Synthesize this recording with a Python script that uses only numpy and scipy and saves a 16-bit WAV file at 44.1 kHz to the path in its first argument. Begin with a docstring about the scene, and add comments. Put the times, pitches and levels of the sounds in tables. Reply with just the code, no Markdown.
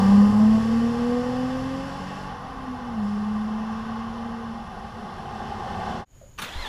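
"""On a country road a six-cylinder sports car pulls away, lifts off, shifts up and pulls again into the distance.
The engine is a stack of wavering tones locked to the firing rate; tyres, gas and wind are shaped noise.
A tyre roar swells as another car nears, insects sing thinly, and the road fades out.
Then a driveway at night fades in: still air and insects, a soft knock of dying noise, the noisy clack of a starter,
its whine of gear tones that sags once, and the first chuffs of the exhaust as low ringing modes."""
import sys
import numpy as np
from scipy import signal
from scipy.fft import rfft, irfft, next_fast_len
from scipy.io import wavfile
from scipy.ndimage import uniform_filter1d

SR = 44100
rng = np.random.default_rng(int(sys.argv[2]) if len(sys.argv) > 2 else 0)


def inscribe(sig):
    """Save sig as 16-bit PCM at rate SR to the path in sys.argv[1].

    A 1-D sig is mono; a 2-D sig holds one channel per row.
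    Samples are clipped to [-1, 1] before scaling.
    """
    pcm = np.round(np.clip(np.atleast_2d(sig).T, -1, 1) * 32767)
    wavfile.write(sys.argv[1], SR, pcm.astype(np.int16))


N = 294588
T = np.arange(N) / SR  # time of each sample, s

# Peaks and hollows from reflections beside the listener: (frequency [Hz], width [Hz], level [dB])
REFLECTIONS = [(315, 20, -3.1), (590, 30, -6.5), (825, 65, 6.3), (925, 35, -9.1), (1155, 120, 5.0),
               (1315, 75, -5.6), (1570, 75, 2.9), (1695, 25, -5.9), (1845, 50, 4.2), (1985, 35, -3.2),
               (2115, 45, 2.3), (2255, 75, -6.6), (2490, 60, -6.4), (2660, 85, 3.3), (3005, 60, 5.4),
               (3230, 45, 1.0), (3485, 40, 3.4), (3875, 130, -3.7), (5455, 315, 4.3), (5765, 40, -3.5),
               (6635, 90, -3.1), (7055, 120, 1.2)]


def exhaust(firing_hz):
    """Gas pulses sound a boom at the firing rate, its echo and octave, and weaker lines at other multiples."""
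    # Boom's resonance in the exhaust: (frequency [Hz], level [dB])
    boom_resonance = [(190, -6), (205, 0.5), (215, 1), (229, -3), (243, -5.5), (254, -6), (265, -8),
                      (272, -13), (279, -23)]
    # Resonance that the octave crosses: (frequency [Hz], level [dB])
    octave_resonance = [(390, -23), (412, -16), (444, -16), (468, -5), (490, 0.5), (512, -6.5), (530, -2),
                        (548, -13.5), (564, -19)]
    # Lines from unequal cylinders, six firings to a cycle:
    # (multiple of the cycle rate [-], level against the low lines' gain [dB], roughness [0 = steady])
    low_orders = [(2, -12, 1), (3, -1, 0.3), (4, -8, 0.37), (5, -22, 1), (7, -15.5, 1), (8, -23.5, 1),
                  (9, -18, 0.4), (10, -29, 1), (11, -14, 0.84), (13, -12.5, 0.8), (14, -47.5, 1)]
    # Overtones, most of them of the firing rate:
    # (multiple of the cycle rate [-], level against the high lines' gain [dB], roughness [0 = steady])
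    high_orders = [(18, -0.5, 1.3), (21, -18, 0.9), (24, -5, 1), (27, -20, 0.9), (30, -4.5, 0.43),
                   (36, -9, 1)]
    # The muffler's drone lifts any low line that passes through it: (frequency [Hz], width [Hz], level [dB])
    muffler_drone = [(216.4, 27.5, 15.5)]
    # Levels at the starting distance and full throttle, before the resonances
    boom_db, octave_db, low_lines_db, high_lines_db = -13, -23.5, -33, -35.5
    low_lines_db_per_octave = 4  # the low lines grow with engine speed
    high_lines_falloff = 1.79  # power of nearness: the high lines fade faster with distance
    overrun_share = 0.18  # share of the boom left with the throttle shut
    loaded_roughness, added_burble = 0.085, 0.74  # the second comes in as the throttle shuts
    echo_share, echo_shift_hz, echo_fade_s = 0.4, 3.16, 1.8

    gas = throttle()
    effort = overrun_share + (1 - overrun_share) * gas
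    burble = loaded_roughness + added_burble * (1 - gas) ** 1.8
    firings = np.cumsum(firing_hz) / SR
    cycles = firings / 6
    cycle_hz = firing_hz / 6

    # The roadside echo is less Doppler-shifted, so it beats against the boom; it dies as the car leaves
    echo_tone = line(firings + echo_shift_hz * T, rough=0.45, flutter_hz=29)
    echo = echo_share * np.exp(-T / echo_fade_s) * echo_tone
    boom_gain = amp(boom_db + read(boom_resonance, firing_hz))
    boom = boom_gain * (line(firings, rough=burble, flutter_hz=32.3) - echo)
    octave_gain = amp(octave_db + read(octave_resonance, 2 * firing_hz))
    octave = octave_gain * line(2 * firings, rough=0.35, flutter_hz=12)

    low = sum(amp(db + peaks(muffler_drone, k * cycle_hz)) * line(k * cycles, rough, flutter_hz=2.6)
              for k, db, rough in low_orders)
    # These glow and fade as they cross the reflections' peaks and hollows
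    high = sum(amp(db + peaks(REFLECTIONS, k * cycle_hz)) * line(k * cycles, rough, flutter_hz=10.0)
               for k, db, rough in high_orders)
    pulling = np.clip((gas - 0.35) / 0.32, 0, 1)  # overtones need the engine under load
    octaves_up = np.log2(firing_hz / firing_hz[0])
    low_gain = gas * amp(low_lines_db + low_lines_db_per_octave * octaves_up)
    high_gain = pulling * amp(high_lines_db) * nearness() ** high_lines_falloff
    return nearness() * (effort * boom + low_gain * low + pulling * octave) + high_gain * high


def firing_rate():
    """Firings per second through a long pull, a lift and upshift, a gentler pull, then coasting."""
    # Engine speed: (time [s], firing rate [Hz])
    firing_track = [(0, 192.8), (0.4, 212.8), (0.85, 233), (1.5, 256.4), (2.24, 286.8), (2.42, 276.4),
                    (2.9, 238.1), (3.03, 204.6), (3.5, 216.4), (4.25, 231.4), (4.55, 227.6), (6.05, 219.3)]
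    return curves(firing_track)[0]


def throttle():
    """How far the driver's foot opens the throttle, 0-1."""
    # The driver's foot: (time [s], throttle [0-1])
    foot = [(2.24, 0.96), (2.38, 0.28), (2.95, 0.46), (3.05, 0.95), (3.9, 0.62), (4.48, 0.56), (4.68, 0)]
    return np.clip(curves(foot)[0], 0, 1)


def nearness():
    """Sound weakens in proportion to distance as the car drives straight away; gain 1 at the start."""
    start_m, speed_m_per_s = 18.44, 18.64
    return start_m / (start_m + speed_m_per_s * T)


def road(firing_hz):
    """Tyre roar, a low rush of gas and air, and hiss that pulses with the firings under load."""
    # Road noise: (time [s], tyre roar level [dB], hiss level [dB])
    road_levels = [(0, -34.5, -39.5), (.35, -36.5, -45), (.6, -41, -43), (1.0, -38.5, -44),
                   (2.2, -40.5, -45.5), (2.4, -39, -51), (3.3, -40, -51), (3.9, -37.5, -48.5),
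                   (4.9, -44.5, -55)]
    # Spectrum of the tyre roar: (frequency [Hz], level per Hz [dB])
    roar_spectrum = [(350, -22), (500, -0.5), (700, -3.5), (850, 3), (1130, 3), (1400, -3), (1850, -14),
                     (2400, -21.5), (4000, -52)]
    # Spectrum of the low rush: (frequency [Hz], level per Hz [dB])
    rush_spectrum = [(50, -2), (100, 5.5), (170, -14.5), (230, 16.5), (300, 2), (380, -7.5), (480, 12.5),
                     (700, -6), (1000, 0), (1800, -42)]
    # Spectrum of the hiss: (frequency [Hz], level per Hz [dB])
    hiss_spectrum = [(1100, -5.5), (1650, 8.5), (2300, 2.5), (2900, 1.5), (3900, -2.5), (5400, -6.5),
                     (6500, -10.5), (7600, -17), (9200, -28.5), (10400, -22.5), (11300, -28.5),
                     (13000, -36), (15000, -36)]
    # Spectrum of the throttle's fizz: (frequency [Hz], level per Hz [dB])
    fizz_spectrum = [(3600, -25), (4450, 10), (5200, 7.5), (6000, -1), (7400, 3), (8800, -5.5),
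                     (10000, -0.5), (12200, -9), (14000, -28.5), (15000, -25)]
    rush_db, fizz_db = -28.5, -47  # at the starting distance; the fizz at full throttle

    gas, near = throttle(), nearness()
    roar_db, hiss_db = curves(road_levels)
    roar = amp(roar_db) * noise(roar_spectrum, patchy_db=0.26, roadside=True)
    rush = amp(rush_db) * near ** 1.94 * noise(rush_spectrum, patchy_db=-2.4, roadside=True)
    hiss = amp(hiss_db) * noise(hiss_spectrum, patchy_db=0.76, roadside=True)
    fizz = amp(fizz_db) * near * gas ** 3.4 * noise(fizz_spectrum, roadside=True)
    rasp = 1 + 0.18 * gas * near * np.cos(2 * np.pi * np.cumsum(firing_hz) / SR)
    return roar + rush + (hiss + fizz) * rasp


def starter():
    """The pinion clacks in, the gears whine up and sag against compression, and the pipe chuffs."""
    # Solenoid and pinion strike home: (time [s], level [dB], time to fall 60 dB [s])
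    clack_blows = [(6.378, -41.5, 0.23), (6.386, -31.5, 0.18), (6.417, -30, 0.23)]
    # Spectrum of the clacks: (frequency [Hz], level per Hz [dB])
    clack_spectrum = [(60, -5), (200, 4), (500, -6), (1200, 2), (2200, 0.5), (2800, 6.5), (3300, -1.5),
                      (4300, -1), (5300, -12), (7500, -12), (11000, -17.5), (15000, -19)]
    # Whine of the gear teeth: (multiple of the gear-mesh rate [-], level against the whine's gain [dB])
    gear_tones = [(1, -16), (2, -3.5), (4, -6.5), (7, -18), (8, -3.5), (10, -16)]
    # Spectrum of the gear rattle: (frequency [Hz], level per Hz [dB])
    rattle_spectrum = [(60, -17), (200, -0.5), (400, -3.5), (1000, -1), (2000, -1.5), (2500, -6.5),
                       (3300, -0.5), (4500, -11.5), (7000, -17.5), (10000, -23), (15000, -30)]
    # First puffs from the tailpipe: (time [s], level [dB])
    puffs = [(6.557, -26.5), (6.598, -33), (6.639, -57)]
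    # The pipe's low modes: (frequency [Hz], level against the puff [dB], time to fall 60 dB [s])
    pipe_modes = [(25.1, 0, 0.32), (63.8, -1.5, 0.3)]
    # The motor spins up towards its free gear-mesh rate; the pinion meshes a moment later
    motor_on_s, meshed_s, free_mesh_hz, spin_up_s = 6.405, 6.42, 790, 0.168
    # The first compression stroke drags it down; the sag is the share of speed lost
    compression_s, half_width_s, sag = 6.68, 0.053, 0.335
    # Gear levels, and how much each gains under compression
    whine_db, whine_strain_db, rattle_db, rattle_strain_db = -39, 8.5, -40.5, 3

    blows = sum(amp(db) * dying(s, t60) for s, db, t60 in clack_blows)
    clacks = noise(clack_spectrum, patchy_db=4.0) * blows

    strain = np.exp(-((T - compression_s) / half_width_s) ** 2)
    spin_up = 1 - np.exp(-np.maximum(T - motor_on_s, 0) / spin_up_s)
    speed = spin_up * (1 - sag * strain)
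    teeth = np.cumsum(free_mesh_hz * speed) / SR  # count of teeth met so far
    tones = sum(amp(db) * line(k * teeth, rough=1.2, flutter_hz=130) for k, db in gear_tones)
    whine = speed * amp(whine_db + whine_strain_db * strain) * tones
    tooth_pulse = 1 + 0.32 * np.cos(2 * np.pi * teeth)
    rattle_gain = amp(rattle_db + rattle_strain_db * strain)
    rattle = rattle_gain * noise(rattle_spectrum, patchy_db=1.0) * tooth_pulse

    chuffs = sum(ring(s, hz, db + mode_db, t60) for s, db in puffs for hz, mode_db, t60 in pipe_modes)
    return clacks + (T > meshed_s) * (whine + rattle) - chuffs  # each chuff swings downward first


def surroundings():
    """Gusts on the microphone, thin insect song and the hollow tyre roar of a nearing car."""
    # Gusts, the first being the car's wake: (time [s], level above the breeze [dB])
    gusts = [(0, 6), (.55, 6), (1.57, 5.5), (2.65, 1)]
    # Spectrum of the wind: (frequency [Hz], level per Hz [dB])
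    wind_spectrum = [(10, -8.5), (25, 6), (60, 7), (110, -2.5), (200, 3), (400, -46.5)]
    # Another car draws near: (time [s], level [dB])
    traffic_levels = [(4.5, -41.5), (4.9, -39), (5.2, -36.5), (5.5, -33.5), (5.75, -32), (5.9, -29.5),
                      (6.05, -33)]
    # Spectrum of its tyre roar: (frequency [Hz], level per Hz [dB])
    traffic_spectrum = [(40, -20), (90, 7.5), (140, -0.5), (215, 8.5), (290, -9.5), (380, 1.5), (480, -4.5),
                        (770, 2.5), (1050, -5), (1450, -7.5), (2300, -18), (3700, -19.5), (6000, -29),
                        (15000, -52)]
    breeze_db, gust_half_length_s = -44.5, 0.26
    song_hz, song_width_hz, song_db = 10330, 1100, -73  # insects in the roadside trees

    gusts_db = sum(db * np.exp(-((T - s) / gust_half_length_s) ** 2) for s, db in gusts)
    wind = amp(breeze_db + gusts_db) * noise(wind_spectrum)
    song = amp(song_db) * line(song_hz * T, rough=10, flutter_hz=song_width_hz / 2)
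    traffic_gain = amp(curves(traffic_levels)[0])
    traffic = traffic_gain * noise(traffic_spectrum, patchy_db=1.0, roadside=True)
    return wind + song + traffic


def night():
    """Still air as faint noise, insect song as thin fluttering bands, and one soft hollow knock."""
    # Spectrum of the night air: (frequency [Hz], level per Hz [dB])
    air_spectrum = [(20, 3), (70, 3), (140, -4.5), (300, -16.5), (1000, -23), (2500, -30), (8000, -37),
                    (15000, -38)]
    # Bands of insect song: (frequency [Hz], width [Hz], level [dB])
    insect_bands = [(6800, 760, -62.5), (3060, 290, -75)]
    # Spectrum of the knock: (frequency [Hz], level per Hz [dB])
    knock_spectrum = [(250, -28), (460, -12), (555, 7), (680, -7), (900, -30), (1400, -25), (3000, -44)]
    air_db = -49.5
    knock_s, knock_db, knock_t60_s = 6.21, -45, 0.23

    air = amp(air_db) * noise(air_spectrum)
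    song = sum(amp(db) * line(hz * T, rough=3.3, flutter_hz=width / 2) for hz, width, db in insect_bands)
    knock = amp(knock_db) * dying(knock_s, knock_t60_s) * noise(knock_spectrum)
    return air + song + knock


def line(turns, rough, flutter_hz):
    """A tone of rms 1, part steady and part scattered by many paths."""
    angle = 2 * np.pi * turns
    in_step = (np.sqrt(2) + rough * drift(flutter_hz)) * np.cos(angle)
    out_of_step = rough * drift(flutter_hz) * np.sin(angle)
    return (in_step + out_of_step) / np.sqrt(1 + rough ** 2)


def noise(spectrum, patchy_db=0, roadside=False):
    """Noise of rms 1 with a spectrum and brief patches of turbulence."""
    _, _, cells = signal.stft(rng.standard_normal(N), SR, nperseg=512)
    # Smooth chance over neighbouring frequencies, then times, so the patches have some size
    patches = uniform_filter1d(rng.standard_normal(cells.shape), size=6, axis=0)
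    patches = unit(uniform_filter1d(patches, size=5, axis=1))
    patchy = signal.istft(cells * amp(patchy_db * patches), SR, nperseg=512)[1][:N]
    f = np.fft.rfftfreq(N, 1 / SR)
    db = read(spectrum, f)
    if roadside:
        db = db + peaks(REFLECTIONS, f)
    return unit(irfft(rfft(patchy) * amp(db), N))


def drift(hz):
    """Slow chance of rms 1, wandering up to about this rate."""
    size = next_fast_len(N)
    f = np.fft.rfftfreq(size, 1 / SR)
    slow = rfft(rng.standard_normal(size)) * np.exp(-(f / hz) ** 2)
    return unit(irfft(slow, size)[:N])


def dying(s, t60, rise=0.0011):
    """Envelope of a blow at time s: a quick rise, then a fall of 60 dB every t60 seconds."""
    age = np.maximum(T - s, 0)
    return (1 - np.exp(-age / rise)) * 1000.0 ** (-age / t60)


def ring(s, hz, db, t60):
    """One mode struck at time s, a sine that dies away."""
    return amp(db) * dying(s, t60) * np.sin(2 * np.pi * hz * (T - s))


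def peaks(rows, hz):
    """The dB that a set of peaks and hollows adds at each frequency."""
    return sum(db * np.exp(-0.5 * ((hz - centre) / width) ** 2) for centre, width, db in rows)


def read(points, hz):
    """A spectrum's dB at the given frequencies, joined by straight lines over log frequency."""
    f, db = np.transpose(points)
    return np.interp(np.log(hz + 1), np.log(f), db)


def curves(rows):
    """Each column after the time column of a table, as a curve over time."""
    s, *columns = np.transpose(rows)
    return [np.interp(T, s, column) for column in columns]


def amp(db):
    """Decibels to gain."""
    return 10 ** (np.asarray(db) / 20)


def unit(x):
    """Scales to rms 1."""
    return x / np.sqrt(np.mean(x ** 2) + 1e-20)


def scene():
    """The road fades out and the driveway fades in."""
    road_fade_s, driveway_fade_s = (5.995, 6.05), (6.048, 6.17)  # start and end of each fade
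    firing_hz = firing_rate()
    day = exhaust(firing_hz) + road(firing_hz) + surroundings()
    driveway = night() + starter()
    faded_day = day * np.interp(T, road_fade_s, (1, 0))
    faded_driveway = driveway * np.interp(T, driveway_fade_s, (0, 1))
    return (faded_day + faded_driveway)[None]


def record(dry):
    """The recorder's band limit: a steep filter removes the highest treble."""
    edge_hz = 15250
    lowpass = signal.firwin(511, edge_hz, window=("kaiser", 9), fs=SR)
    return signal.oaconvolve(dry, lowpass[None], "same")


dry = scene()
out = record(dry)
inscribe(out)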